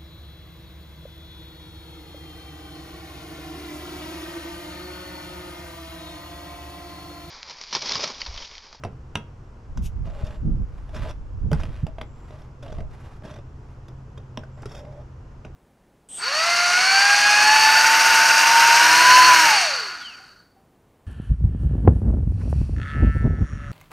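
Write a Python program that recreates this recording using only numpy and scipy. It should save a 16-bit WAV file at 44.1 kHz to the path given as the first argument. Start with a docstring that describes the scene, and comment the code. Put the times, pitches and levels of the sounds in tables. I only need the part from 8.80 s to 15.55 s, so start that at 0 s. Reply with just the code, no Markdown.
"""A steel key pries round the lid of a full paint can on a plywood bench in an open workshop.
A machine drones outside throughout. First the key clicks on the rim, then slips off with a ringing snap.
A draught starts to buffet the microphone, a brief hiss swells close by, and the can is turned in short
goes, rasping on the wood, while an insect trills faintly now and then and fingers shift their grip.
More clicks follow, and near the end the key scrapes along the rim, squeaks and clicks a last time."""
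import sys
import numpy as np
from scipy import signal
from scipy.fft import rfft, irfft
from scipy.io import wavfile
from scipy.ndimage import uniform_filter1d, map_coordinates

SR = 44100
rng = np.random.default_rng(int(sys.argv[2]) if len(sys.argv) > 2 else 0)


def generate_wav(signal):
    """Clip the signal to [-1, 1] and save it as 16-bit WAV at the path in sys.argv[1]."""
    frames = np.transpose(np.atleast_2d(signal))
    scaled = np.clip(frames, -1, 1) * 32767
    pcm = np.round(scaled).astype(np.int16)
    wavfile.write(sys.argv[1], SR, pcm)


N = 297675
TIME = np.arange(N) / SR
GRIP_S = 0.025  # how fast the gripping hand damps the can

# The notes of the full can. Each row: pitch in Hz, level in dB, seconds to fade by 60 dB.
CAN_NOTES = [(628, 0, .15), (680, -9, .05), (845, -10, .09), (1810, -23, .04), (3640, -31, .04)]
# The tone of four kinds of noise. Each row: frequency in Hz, level in dB.
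LID_CLACK = [(150, -17), (600, 1), (1000, 12.5), (1400, 4.5), (1900, 0.5), (2400, -1.5), (3200, 1.5),
             (4100, -15), (6000, -10.5), (14000, -66)]
STEEL_TICK = [(1500, -32), (4000, -21.5), (4800, -2), (5800, -0.5), (7000, -10.5), (9000, -15),
              (11500, -16.5), (14000, -41)]
BENCH_THUD = [(35, -12.5), (70, 6.5), (200, -2.5), (420, -4.5), (700, -13), (1100, -22.5), (3000, -32),
              (14000, -109)]
GRIT_TONE = [(210, -1.5), (350, -4.5), (469, -17), (629, 4), (723, -19.5), (1020, -6), (1400, -11.5),
             (1850, -11.5), (2160, -17), (2640, -15.5), (3600, -20), (4200, -23.5), (5810, -29),
             (8160, -34.5), (11800, -38), (14000, -56)]


def amp(db):
    """Turns decibels into a number to multiply by."""
    return 10 ** (np.asarray(db) / 20)


def unit(x):
    """Scales a sound to an average (rms) level of 1."""
    return x / np.sqrt(np.mean(x ** 2) + 1e-20)


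def struck(x, size=882):
    """Scales a blow to an average level of 1 over its first samples, normally 20 ms of them."""
    return x / np.sqrt(np.mean(x[:size] ** 2) + 1e-20)


def read(points, hz):
    """Looks up a value between a table's rows, spacing the frequencies by octaves."""
    row_hz, value = np.transpose(points)
    return np.interp(np.log(hz + 1), np.log(row_hz + 1), value)


def add(mix, s, sound):
    """Mixes a sound in, starting at s seconds."""
    part = mix[max(round(s * SR), 0):][:len(sound)]
    part += sound[:len(part)]


def colour(x, tone, size=4096):
    """Gives a sound the tone in a table, with a filter that never rings ahead of a blow."""
    log_gain = np.log(amp(read(tone, abs(np.fft.fftfreq(size, 1 / SR)))))
    taps = np.fft.ifft(np.exp(np.conj(signal.hilbert(log_gain)))).real[:size // 2]
    return signal.fftconvolve(x, taps)[:len(x)]


def wander(hz):
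    """A random wobble of average size 1, moving up to about hz times a second."""
    keep_slow = 1 / (1 + (np.fft.rfftfreq(N, 1 / SR) / hz) ** 4)
    return unit(irfft(rfft(rng.standard_normal(N)) * keep_slow, N))


def ring(notes, t, detune=0.):
    """The fading notes of a struck object; detune shifts each pitch by chance."""
    return sum(amp(db - 60 * t / fade_s) * np.sin(2 * np.pi * hz * (1 + detune * rng.standard_normal()) * t)
               for hz, db, fade_s in notes)


def contact(t, fade_s, crunch, rise_s=0.00047):
    """The force of one sharp impact and a short crunch of steel on steel."""
    force = rng.standard_normal(len(t)) * np.exp(-t / fade_s) * (1 - np.exp(-t / rise_s))
    force *= crunch / np.linalg.norm(force)
    force[0] += 1
    return force


def stroke(start, length, change_db, attack_s, release_s, grab_db=0, grab_s=0.02):
    """Loudness of one movement: it breaks free (grab_db louder), swells or eases, and dies away."""
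    t = np.maximum(TIME - start, 0)
    attack = np.minimum(t / attack_s, 1)
    push_db = grab_db * np.exp(-(t / grab_s) ** 2) + change_db * np.minimum(t / length, 1)
    release = np.exp(-np.maximum(t - length, 0) / release_s)
    return attack * amp(push_db) * release


def slips(per_s, spread_db, judder_db, smooth):
    """The force of friction: uneven little slips over a smooth rub, coming in clumps."""
    slipping = rng.random(N) < per_s / SR
    sizes = amp(spread_db * np.minimum(rng.exponential(1, N), 4))
    jolts = slipping * sizes * rng.choice([-1, 1], N)
    return (unit(jolts) + smooth * rng.standard_normal(N)) * amp(judder_db * wander(42))


def rubbed(force, notes, damp_s, pitch_ratio, drift=.018):
    """Rubbing sounds an object's notes, damped by the hand; they drift as the contact travels."""
    t = TIME[:SR // 2]
    sound = signal.fftconvolve(force, ring(notes, pitch_ratio * t) * np.exp(-t / damp_s))[:N]
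    position = np.cumsum(1 + drift * wander(14))
    return unit(map_coordinates(sound, [position], order=3, mode="mirror"))


def outdoors(rumble_db=-42, hiss_db=-68.5, swell_db=0.27):
    """The open air: a far, gently swelling rumble and a faint hiss."""
    # The tone of each. Each row: frequency in Hz, level in dB.
    rumble_tone = [(15, -1), (45, 1), (75, 2.5), (90, 1.5), (125, 0), (145, -5.5), (170, -11), (250, -12.5),
                   (300, -15.5), (510, -18), (580, -22.5), (1000, -22), (1450, -27.5), (2100, -42),
                   (5000, -89)]
    hiss_tone = [(1500, -3.5), (2100, 1.5), (2800, 2.5), (3800, -4.5), (5500, -1.5), (7500, -7),
                 (8300, -14), (12000, -20), (14000, -32)]
    # How alike left and right are. Each row: frequency in Hz, likeness from 0 to 1.
    likeness = [(60, 0.99), (150, 1), (370, 0.89), (910, 0.43), (2260, 0.31), (5590, 0.7), (13800, 0.42)]
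    hz = np.fft.rfftfreq(N, 1 / SR)
    left, other = rfft(rng.standard_normal((2, N)))
    same = np.clip(read(likeness, hz), 0, 1)
    noise = np.array([left, same * left + np.sqrt(1 - same ** 2) * other])
    rumble = unit(irfft(noise * amp(read(rumble_tone, hz)), N))
    hiss = unit(irfft(noise * amp(read(hiss_tone, hz)), N))
    return amp(rumble_db + swell_db * wander(9.9)) * rumble + amp(hiss_db) * hiss


def machine(waver_hz=2.87, flutter_db=1.9):
    """A distant machine drones on one low, wavering note."""
    # The course of the drone. Each row: time in seconds, pitch in Hz, level in dB.
    drone = [(0, 132.3, -44.5), (.8, 136.4, -59.5), (3.299, 130.5, -49.5), (4.3, 131.9, -49),
             (5.1, 129.5, -44.5), (6.75, 130, -47.5)]
    s, hz, db = np.transpose(drone)
    cycles = np.cumsum(np.interp(TIME, s, hz) + waver_hz * wander(9.46)) / SR
    loudness = uniform_filter1d(amp(np.interp(TIME, s, db)), size=300)
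    return loudness * unit(np.sin(2 * np.pi * cycles) * amp(flutter_db * wander(14)))


def key_clicks(clack_db=-15, tick_db=-6, knock_db=-7, thud_db=-3):
    """Each bite of the key clacks the lid, rings the rim, knocks the can and thuds into the bench."""
    # Each row: time in seconds, strength in dB, then dB added to it for the can's knock, the steel's tick,
    # the rim's ring and the bench's thud, and last the fade time of the crunch in seconds.
    clicks = [(0.0367, -28, -3, -14.5, -26, -5.5, 0.0025), (0.0495, -30, 1, -19, -35, 0, 0.0017),
              (0.9732, -34.5, -13, -9.5, -18, -14, 0.0047), (1.2724, -42, -1, -21, -25, 5, 0.002),
              (2.092, -45.5, -1, -14.5, -19, -25, .003), (2.309, -39.5, -11, -14, -13, -22, 0.002),
              (2.716, -28, -28, -16, -29, 1, 0.0016), (2.7302, -25.5, -21, -12, -20.5, -13, 0.0014),
              (2.742, -39, -10, -28, -19, -14, 0.0072), (2.8337, -31, -5, -16, -34, -6, 0.0038),
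              (3.067, -34.5, 2, -16, -37, -1.5, 0.0022), (3.184, -34, 1.5, -26, -39, -7, 0.0023),
              (3.213, -23, -10, -22, -26.5, -15, 0.002), (5.083, -45.5, -17, -8, -13, 1.5, 0.0025),
              (5.3755, -43.5, -7, -14, -10.5, 1, 0.0035), (5.574, -25.5, -7.5, -21, -30, -13.5, 0.00075),
              (5.635, -46, 5, -14.5, -18, -10, .003), (5.820, -45.5, -17, -7, -19, 5, 0.0075),
              (5.856, -37, -21, -7.5, -12.5, 0.5, 0.0057), (6.65, -40.5, 0, -33, -17, 2, 0.0024)]
    out, t = np.zeros(N), TIME[:SR // 3]
    for s, db, can_db, steel_db, rim_db, bench_db, crunch_s in clicks:
        force = contact(t, crunch_s, crunch=12)
        add(out, s, amp(db + clack_db) * struck(colour(force, LID_CLACK)))
        add(out, s, amp(db + steel_db + tick_db) * struck(colour(force, STEEL_TICK)))
        add(out, s, amp(db + rim_db) * struck(signal.fftconvolve(force, rim_ring(t, detune=0.027))))
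        knock = ring(CAN_NOTES, t, detune=0.041) * np.exp(-t / GRIP_S)
        add(out, s, amp(db + can_db + knock_db) * struck(knock))
        thud = colour(contact(t, fade_s=0.029, crunch=4.6), BENCH_THUD)
        add(out, s, amp(db + bench_db + thud_db) * struck(thud))
    return out


def rim_ring(t, detune, top_hz=12600):
    """The rim's ring, shifted by where it is touched; its highest treble is damped."""
    return signal.sosfilt(signal.butter(4, top_hz, fs=SR, output="sos"), ring(rim_notes(), t, detune))


def rim_notes():
    """The notes of the steel rim, whether it is struck or rubbed."""
    # Each row: pitch in Hz, level in dB, seconds to fade by 60 dB.
    notes = [(1450, 1, 0.028), (2660, -6, 0.02), (3380, -3, 0.027), (3670, -4, 0.028), (4620, -9, 0.022),
             (5020, -6, 0.022), (5430, -2, 0.02), (5830, -6, 0.022), (6400, -8, 0.018), (7150, -11, 0.017),
             (8550, -17, 0.01), (9800, -17, 0.014), (10300, -18, 0.014), (12000, -18, 0.012)]
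    return notes


def panel_bumps():
    """As the can rocks or the lid flexes, one panel gives way and swings, making a bump or a ping."""
    # Each row: start in seconds, level in dB, pitch in Hz, seconds to fade by 60 dB.
    bumps = [(0.0367, -41, 1380, 0.0032), (0.0488, -56, 4800, 0.016), (0.037, -49, 2650, 0.061),
             (0.0505, -32, 670, 0.035), (2.7145, -32.5, 595, 0.067), (2.7155, -50, 3050, 0.0096),
             (2.717, -38, 405, 0.022), (2.7232, -21, 153.5, 0.071), (2.732, -40.5, 1480, 0.0066),
             (2.733, -39, 832, 0.064), (2.834, -48.5, 2650, 0.01), (3.031, -30, 146, 0.053),
             (3.068, -43.5, 646, 0.16), (3.214, -48, 820, .09), (3.881, -58.5, 3180, 0.0092),
             (5.574, -38, 1005, 0.012), (5.5754, -35, 241, 0.029), (5.5735, -49.5, 5530, 0.0081),
             (5.635, -49.5, 1490, 0.014), (5.8565, -38.5, 397, 0.027), (6.649, -52.5, 2520, 0.0075)]
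    out, t = np.zeros(N), TIME[:SR // 3]
    for s, db, hz, fade_s in bumps:
        swing = ring([(hz, 0, fade_s)], t) * (1 - np.exp(-t * hz))
        add(out, s, amp(db) * struck(swing))
    return out


def lid_snap(at_s=0.3555, skid_s=0.003, rebound_s=0.0049,
             skid_db=-42, lid_db=-29, rebound_db=-15, clack_db=-33, thud_db=-29):
    """The key skids ever faster and slips off; the strained lid springs back, rings and rebounds once."""
    # The notes of the lid. Each row: pitch in Hz, level in dB, seconds to fade by 60 dB.
    lid_notes = [(945, -10, 0.28), (987, 12, 0.015), (1270, -14, 0.2), (1410, 3.5, 0.023),
                 (1610, -6, 0.059), (2110, -8, 0.091), (2680, -9.5, 0.16), (2770, 14.5, 0.013),
                 (2880, 0, 0.019), (3300, -19, 0.23), (3630, 3, 0.022), (4030, -21, .04), (4820, -8, 0.024),
                 (5500, -28, .12), (5940, 5, 0.0076), (7560, -5, 0.01), (8700, -6, 0.013)]
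    out, t = np.zeros(N), TIME[:SR // 2]
    swell = np.linspace(0, 1, int(skid_s * SR) + 2) ** 2
    force = np.pad(swell * rng.standard_normal(len(swell)), (0, SR // 20))
    skid = struck(colour(force, STEEL_TICK)) + struck(colour(force, LID_CLACK))
    add(out, at_s - skid_s, amp(skid_db) * skid)
    lid = amp(lid_db) * struck(ring(lid_notes, t) * (1 - np.exp(-t / .0005)))
    add(out, at_s, lid)
    add(out, at_s + rebound_s, amp(rebound_db) * lid * np.exp(-t / GRIP_S))
    add(out, at_s, amp(clack_db) * struck(colour(contact(t, fade_s=0.00049, crunch=1.1), LID_CLACK)))
    add(out, at_s, amp(thud_db) * struck(colour(contact(t, fade_s=0.038, crunch=0.98), BENCH_THUD)))
    return out


def air_pressure(breeze_db=-35):
    """The push of air on each side of the microphone: smooth puffs over a light breeze."""
    # Each row: time of the puff's peak in seconds, length in seconds, level in dB, left minus right in dB.
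    gusts = [(0.997, 0.043, -24, 0), (1.042, 0.072, -26.5, -4), (1.214, 0.14, -28, -7),
             (1.441, 0.018, -24.5, 5), (1.705, 0.13, -20, -3.5), (1.818, 0.044, -23, -5),
             (2.22, 0.066, -29.5, -8), (2.56, 0.056, -31.5, -6), (2.653, 0.064, -23, -7),
             (2.76, 0.13, -23.5, -4), (2.895, 0.036, -29.5, -7), (3.04, 0.019, -23, -7),
             (3.113, 0.052, -35.5, 5), (4.005, 0.15, -30.5, -1.5)]
    breeze = amp(breeze_db) * stroke(start=0.862, length=2.11, change_db=0, attack_s=0.036, release_s=0.3)
    power = breeze ** 2
    for s, length, db, lean_db in gusts:
        sides = amp([[db + lean_db / 2], [db - lean_db / 2]])
        power = power + (sides * np.exp(-2 * ((TIME - s) / length) ** 2)) ** 2
    return np.sqrt(power)


def draught(corner_hz=130, widen_db=32, slope=3.1, tilt=0.68, low_hz=22, shared=0.56):
    """Air swirls at each side of the microphone; stronger gusts reach higher in pitch."""
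    hz, s, noise = signal.stft(rng.standard_normal((3, N)), SR, nperseg=1024, noverlap=768)
    pressure = air_pressure()
    pressure_db = 20 * np.log10(np.interp(s, TIME, pressure.mean(0)) + 0.00082)
    cutoff_hz = corner_hz * 10 ** ((pressure_db + 27.5) / widen_db)
    tone = (hz[:, None] + low_hz) ** -tilt / (1 + (hz[:, None] / cutoff_hz) ** slope)
    swirls = signal.istft(noise * tone, nperseg=1024, noverlap=768)[1][:, :N]
    swirls = signal.sosfilt(signal.butter(2, low_hz, "high", fs=SR, output="sos"), swirls)
    sides = shared * swirls[2] + (1 - shared) * swirls[:2]
    # even out the level, so each swirl carries about the pressure of its gust
    sides /= np.sqrt(uniform_filter1d(uniform_filter1d(sides ** 2, size=2400), size=1200) + 1e-12)
    return sides * pressure


def close_hiss(start_db=-62.5, lean_db=3.5, room_db=-7):
    """A brief, close, swelling hiss, louder on the left, like a brushing sleeve."""
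    # The tone of the hiss. Each row: frequency in Hz, level in dB.
    brush_tone = [(1800, -12), (2800, 4), (4300, -6.5), (6300, 0.5), (8500, -9), (11800, -3.5),
                  (14000, -20)]
    swell = stroke(start=1.010, length=0.055, change_db=18, attack_s=0.018, release_s=0.011)
    hiss = amp(start_db) * swell * unit(colour(rng.standard_normal(N), brush_tone))
    return amp([[lean_db / 2], [-lean_db / 2]]) * hiss + amp(room_db) * workshop_echo(hiss)


def can_turning(grit_db=5):
    """The can's bottom seam drags over wood fibres, rasping and making the can hum."""
    # Each row: start and length in seconds, rasp and hum in dB, level change in dB, fade in seconds.
    turns = [(1.241, 0.078, -55.5, -48, -3, 0.009), (1.326, 0.22, -55, -48.5, 3.5, 0.021),
             (2.13, 0.18, -45, -49, -0.5, 0.009), (2.243, 0.055, -64, -43, 7, 0.0095),
             (2.727, 0.3, -51, -59, -5, 0.0095), (3.506, 0.049, -54.5, -51, -2, .015),
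             (3.82, 0.15, -56.5, -47.5, -1, 0.013), (3.98, 0.053, -73, -46, -3, 0.024),
             (4.432, 0.14, -49, -51, -7.5, 0.02)]
    force = slips(per_s=2600, spread_db=5, judder_db=1.5, smooth=0.5)
    rasp = amp(grit_db) * unit(colour(force, GRIT_TONE))
    hum = rubbed(force, CAN_NOTES, damp_s=0.037, pitch_ratio=0.96)
    return sum(stroke(s, length, change_db, attack_s=0.017, release_s=fade_s, grab_db=4)
               * (amp(rasp_db) * rasp + amp(hum_db) * hum)
               for s, length, rasp_db, hum_db, change_db, fade_s in turns)


def gritty_catches(rim_db=-6, can_db=-3, grit_db=-5, thud_db=-2, grain_spread_db=5.5):
    """Short gritty catches of steel (seam on wood, or key on rim) ring the can and jog the bench."""
    # Each row: start and length in seconds, rim ring in dB, knock (can, grit and thud) in dB.
    catches = [(1.258, 0.0037, -62, -66), (1.265, 0.005, -56, -57), (1.298, 0.0096, -55, -50),
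               (1.352, 0.0045, -64, -57), (1.407, .005, -57, -48), (1.443, 0.009, -47.5, -62),
               (1.464, 0.007, -45, -51), (2.144, 0.026, -43.5, -48), (2.29, 0.011, -43, -46.5),
               (3.506, 0.003, -56.5, -48), (3.586, .004, -59, -63), (3.617, 0.004, -55, -61),
               (3.825, 0.01, -45.5, -47), (3.859, 0.0071, -68, -45), (3.878, 0.008, -58, -50),
               (3.898, 0.005, -64, -47), (3.92, 0.0094, -47, -42.5), (3.983, 0.005, -65, -43),
               (3.995, 0.0032, -73, -52), (4.002, 0.0077, -70, -44), (4.42, .005, -72, -51),
               (4.448, 0.013, -50, -45.5), (4.471, 0.0096, -54, -49), (4.507, 0.0092, -48.5, -46),
               (4.538, 0.0076, -52, -51), (4.558, 0.0095, -53, -49.5), (4.585, 0.0078, -57, -46.5),
               (6.050, 0.0035, -65, -52)]
    attack_s, release_s = .0015, 0.0017
    out, t = np.zeros(N), TIME[:SR // 8]
    for s, length, steel_db, knock_db in catches:
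        push = np.minimum(t / attack_s, 1) * np.exp(-np.maximum(t - length, 0) / release_s)
        jolts, grain_sizes = rng.standard_normal((2, len(t)))
        force = push * jolts * amp(grain_spread_db * grain_sizes)
        samples = int((length + release_s) * SR)
        steel = signal.fftconvolve(force, rim_ring(t, detune=.03))
        can = signal.fftconvolve(force, ring(CAN_NOTES, t, detune=0.058) * np.exp(-t / GRIP_S))
        add(out, s, amp(steel_db + rim_db) * struck(steel, samples))
        add(out, s, amp(knock_db + can_db) * struck(can))
        add(out, s, amp(knock_db + grit_db) * struck(colour(force, GRIT_TONE), samples))
        add(out, s, amp(knock_db + thud_db) * struck(colour(force, BENCH_THUD)))
    return out


def insect(hz=7420, width_hz=130, pulses_per_s=99, fade_s=0.046):
    """An insect sings short trills of fast, high pulses."""
    # Each row: start in seconds, end in seconds, level in dB.
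    trills = [(1.3, 1.62, -76), (3.23, 3.515, -75), (5.702, 6.03, -75)]
    throb = (1 + np.cos(2 * np.pi * pulses_per_s * TIME + .5 * wander(8.5))) ** 1.4
    song = unit(throb * np.sin(2 * np.pi * np.cumsum(hz + width_hz * wander(760)) / SR))
    return song * sum(amp(db) * np.clip(np.minimum(TIME - start, end - TIME) / fade_s, 0, 1)
                      for start, end, db in trills)


def fingers(flutter_db=2.5):
    """Skin slides on the can with a soft hiss as the fingers shift their grip."""
    # Each row: start and length in seconds, level in dB, level change over the move in dB.
    moves = [(1.87, 0.37, -65, 10), (3.348, 0.3, -58.5, -1.5), (4.096, 0.24, -57, 4),
             (4.70, 0.23, -79.5, 19)]
    # The tone of sliding skin. Each row: frequency in Hz, level in dB.
    skin_tone = [(300, 0.5), (900, 6), (2000, -3.5), (4000, -13.5), (7000, -19.5), (9000, -24),
                 (12000, -24), (14000, -44)]
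    rub = unit(colour(rng.standard_normal(N), skin_tone)) * amp(flutter_db * wander(33))
    return rub * sum(amp(db) * stroke(s, length, change_db, attack_s=0.016, release_s=0.037)
                     for s, length, db, change_db in moves)


def key_dragging(hum_db=-4):
    """The key scratches along the rim in tiny slips that make it sing; the can hums under the push."""
    # Each row: start and length in seconds, then scratch, can hum, rim ring and level change, all in dB.
    drags = [(2.784, 0.028, -38.5, -59, -51.5, -2), (5.764, 0.12, -48.5, -51, -68, -17),
             (5.88, 0.053, -52.5, -63, -58, 7.5), (5.938, 0.057, -47.5, -42, -50.5, -2.5),
             (5.977, 0.24, -60, -43, -72, 0)]
    # The tone of the scratch. Each row: frequency in Hz, level in dB.
    scratch_tone = [(400, 20), (1000, 16), (2000, 11), (2400, 5.5), (3500, -8.5), (4100, -9), (5000, -5),
                    (6500, -12), (7700, -28), (8400, -31), (9300, -16), (10200, -15), (11000, -16),
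                    (14000, -49)]
    force = slips(per_s=2200, spread_db=3, judder_db=2.0, smooth=0.6)
    scratch = unit(colour(force, scratch_tone))
    hum = amp(hum_db) * rubbed(rng.standard_normal(N), CAN_NOTES, damp_s=0.069, pitch_ratio=0.95)
    rim = rubbed(force, rim_notes(), damp_s=0.046, pitch_ratio=0.99)
    return sum(stroke(s, length, change_db, attack_s=0.015, release_s=0.011, grab_db=0.5)
               * (amp(scratch_db) * scratch + amp(can_db) * hum + amp(rim_db) * rim)
               for s, length, scratch_db, can_db, rim_db, change_db in drags)


def key_squeak(overtone_db=-10):
    """The tip sticks and slips on the lip of the lid, slowing as it comes to rest."""
    # Each row: time in seconds, level in dB, slips per second.
    glide = [(5.8295, -65, 3300), (5.832, -40.5, 1520), (5.835, -36.5, 690), (5.842, -54, 1120),
             (5.847, -65, 600)]
    s, db, rate = np.transpose(glide)
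    phase = 2 * np.pi * np.cumsum(np.interp(TIME, s, rate)) / SR
    loudness = amp(np.interp(TIME, s, db, left=-200, right=-200))
    return loudness * (np.sin(phase) + amp(overtone_db) * np.sin(2 * phase))


def workshop_echo(x, early_db=-11, wall_db=-23, tail_db=-16.5,
                  early_s=0.016, wall_s=0.018, wall_spread_s=0.00051):
    """Sound scatters off bench and body, bounces once off a wall, then dies away in a short tail."""
    # How long the room rings. Each row: frequency in Hz, seconds to fade by 60 dB.
    room_fade = [(100, 0.025), (500, 0.16), (1500, 0.42), (3500, 0.27), (7000, 0.2), (13000, 0.3)]
    t = TIME[:SR // 2]
    echoes = rng.standard_normal((2, len(t))) * (rng.random((2, len(t))) < 3000 / SR)
    echoes += 2.0 * echoes[::-1]  # each echo reaches both sides, one more strongly
    early = echoes * np.exp(-t / early_s) * (t > .002)
    wall = echoes * np.exp(-((t - wall_s) / wall_spread_s) ** 2)
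    hz, s, noise = signal.stft(rng.standard_normal((2, len(t))) * (t > .008), SR, nperseg=256)
    fade = amp(-60 * s / read(room_fade, hz)[:, None])
    tail = signal.istft(noise * fade, SR, nperseg=256)[1][:, :len(t)]
    paths = sum(amp(db) * path / np.linalg.norm(path[0])
                for db, path in [(early_db, early), (wall_db, wall), (tail_db, tail)])
    return signal.fftconvolve(x[None], paths, axes=1)[:, :N]


def scene(side_db=0.5, lag_s=.000016):
    """The can stands just right of centre, so its sound reaches the left a little later and softer."""
    can = (key_clicks() + lid_snap() + panel_bumps() + key_squeak()
           + can_turning() + gritty_catches() + key_dragging() + fingers())
    delay = np.exp(-2j * np.pi * np.fft.rfftfreq(N, 1 / SR) * lag_s)
    direct = np.array([amp(-side_db) * irfft(rfft(can) * delay, N), amp(side_db) * can])
    return direct + workshop_echo(can) + close_hiss() + outdoors() + machine() + insect() + draught()


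def record(dry, top_hz=14200):
    """Cuts off the very highest treble."""
    low_pass = signal.firwin(255, top_hz, window=("kaiser", 9), fs=SR)
    return signal.oaconvolve(dry, low_pass[None], "same")


dry = scene()
out = record(dry)
generate_wav(out)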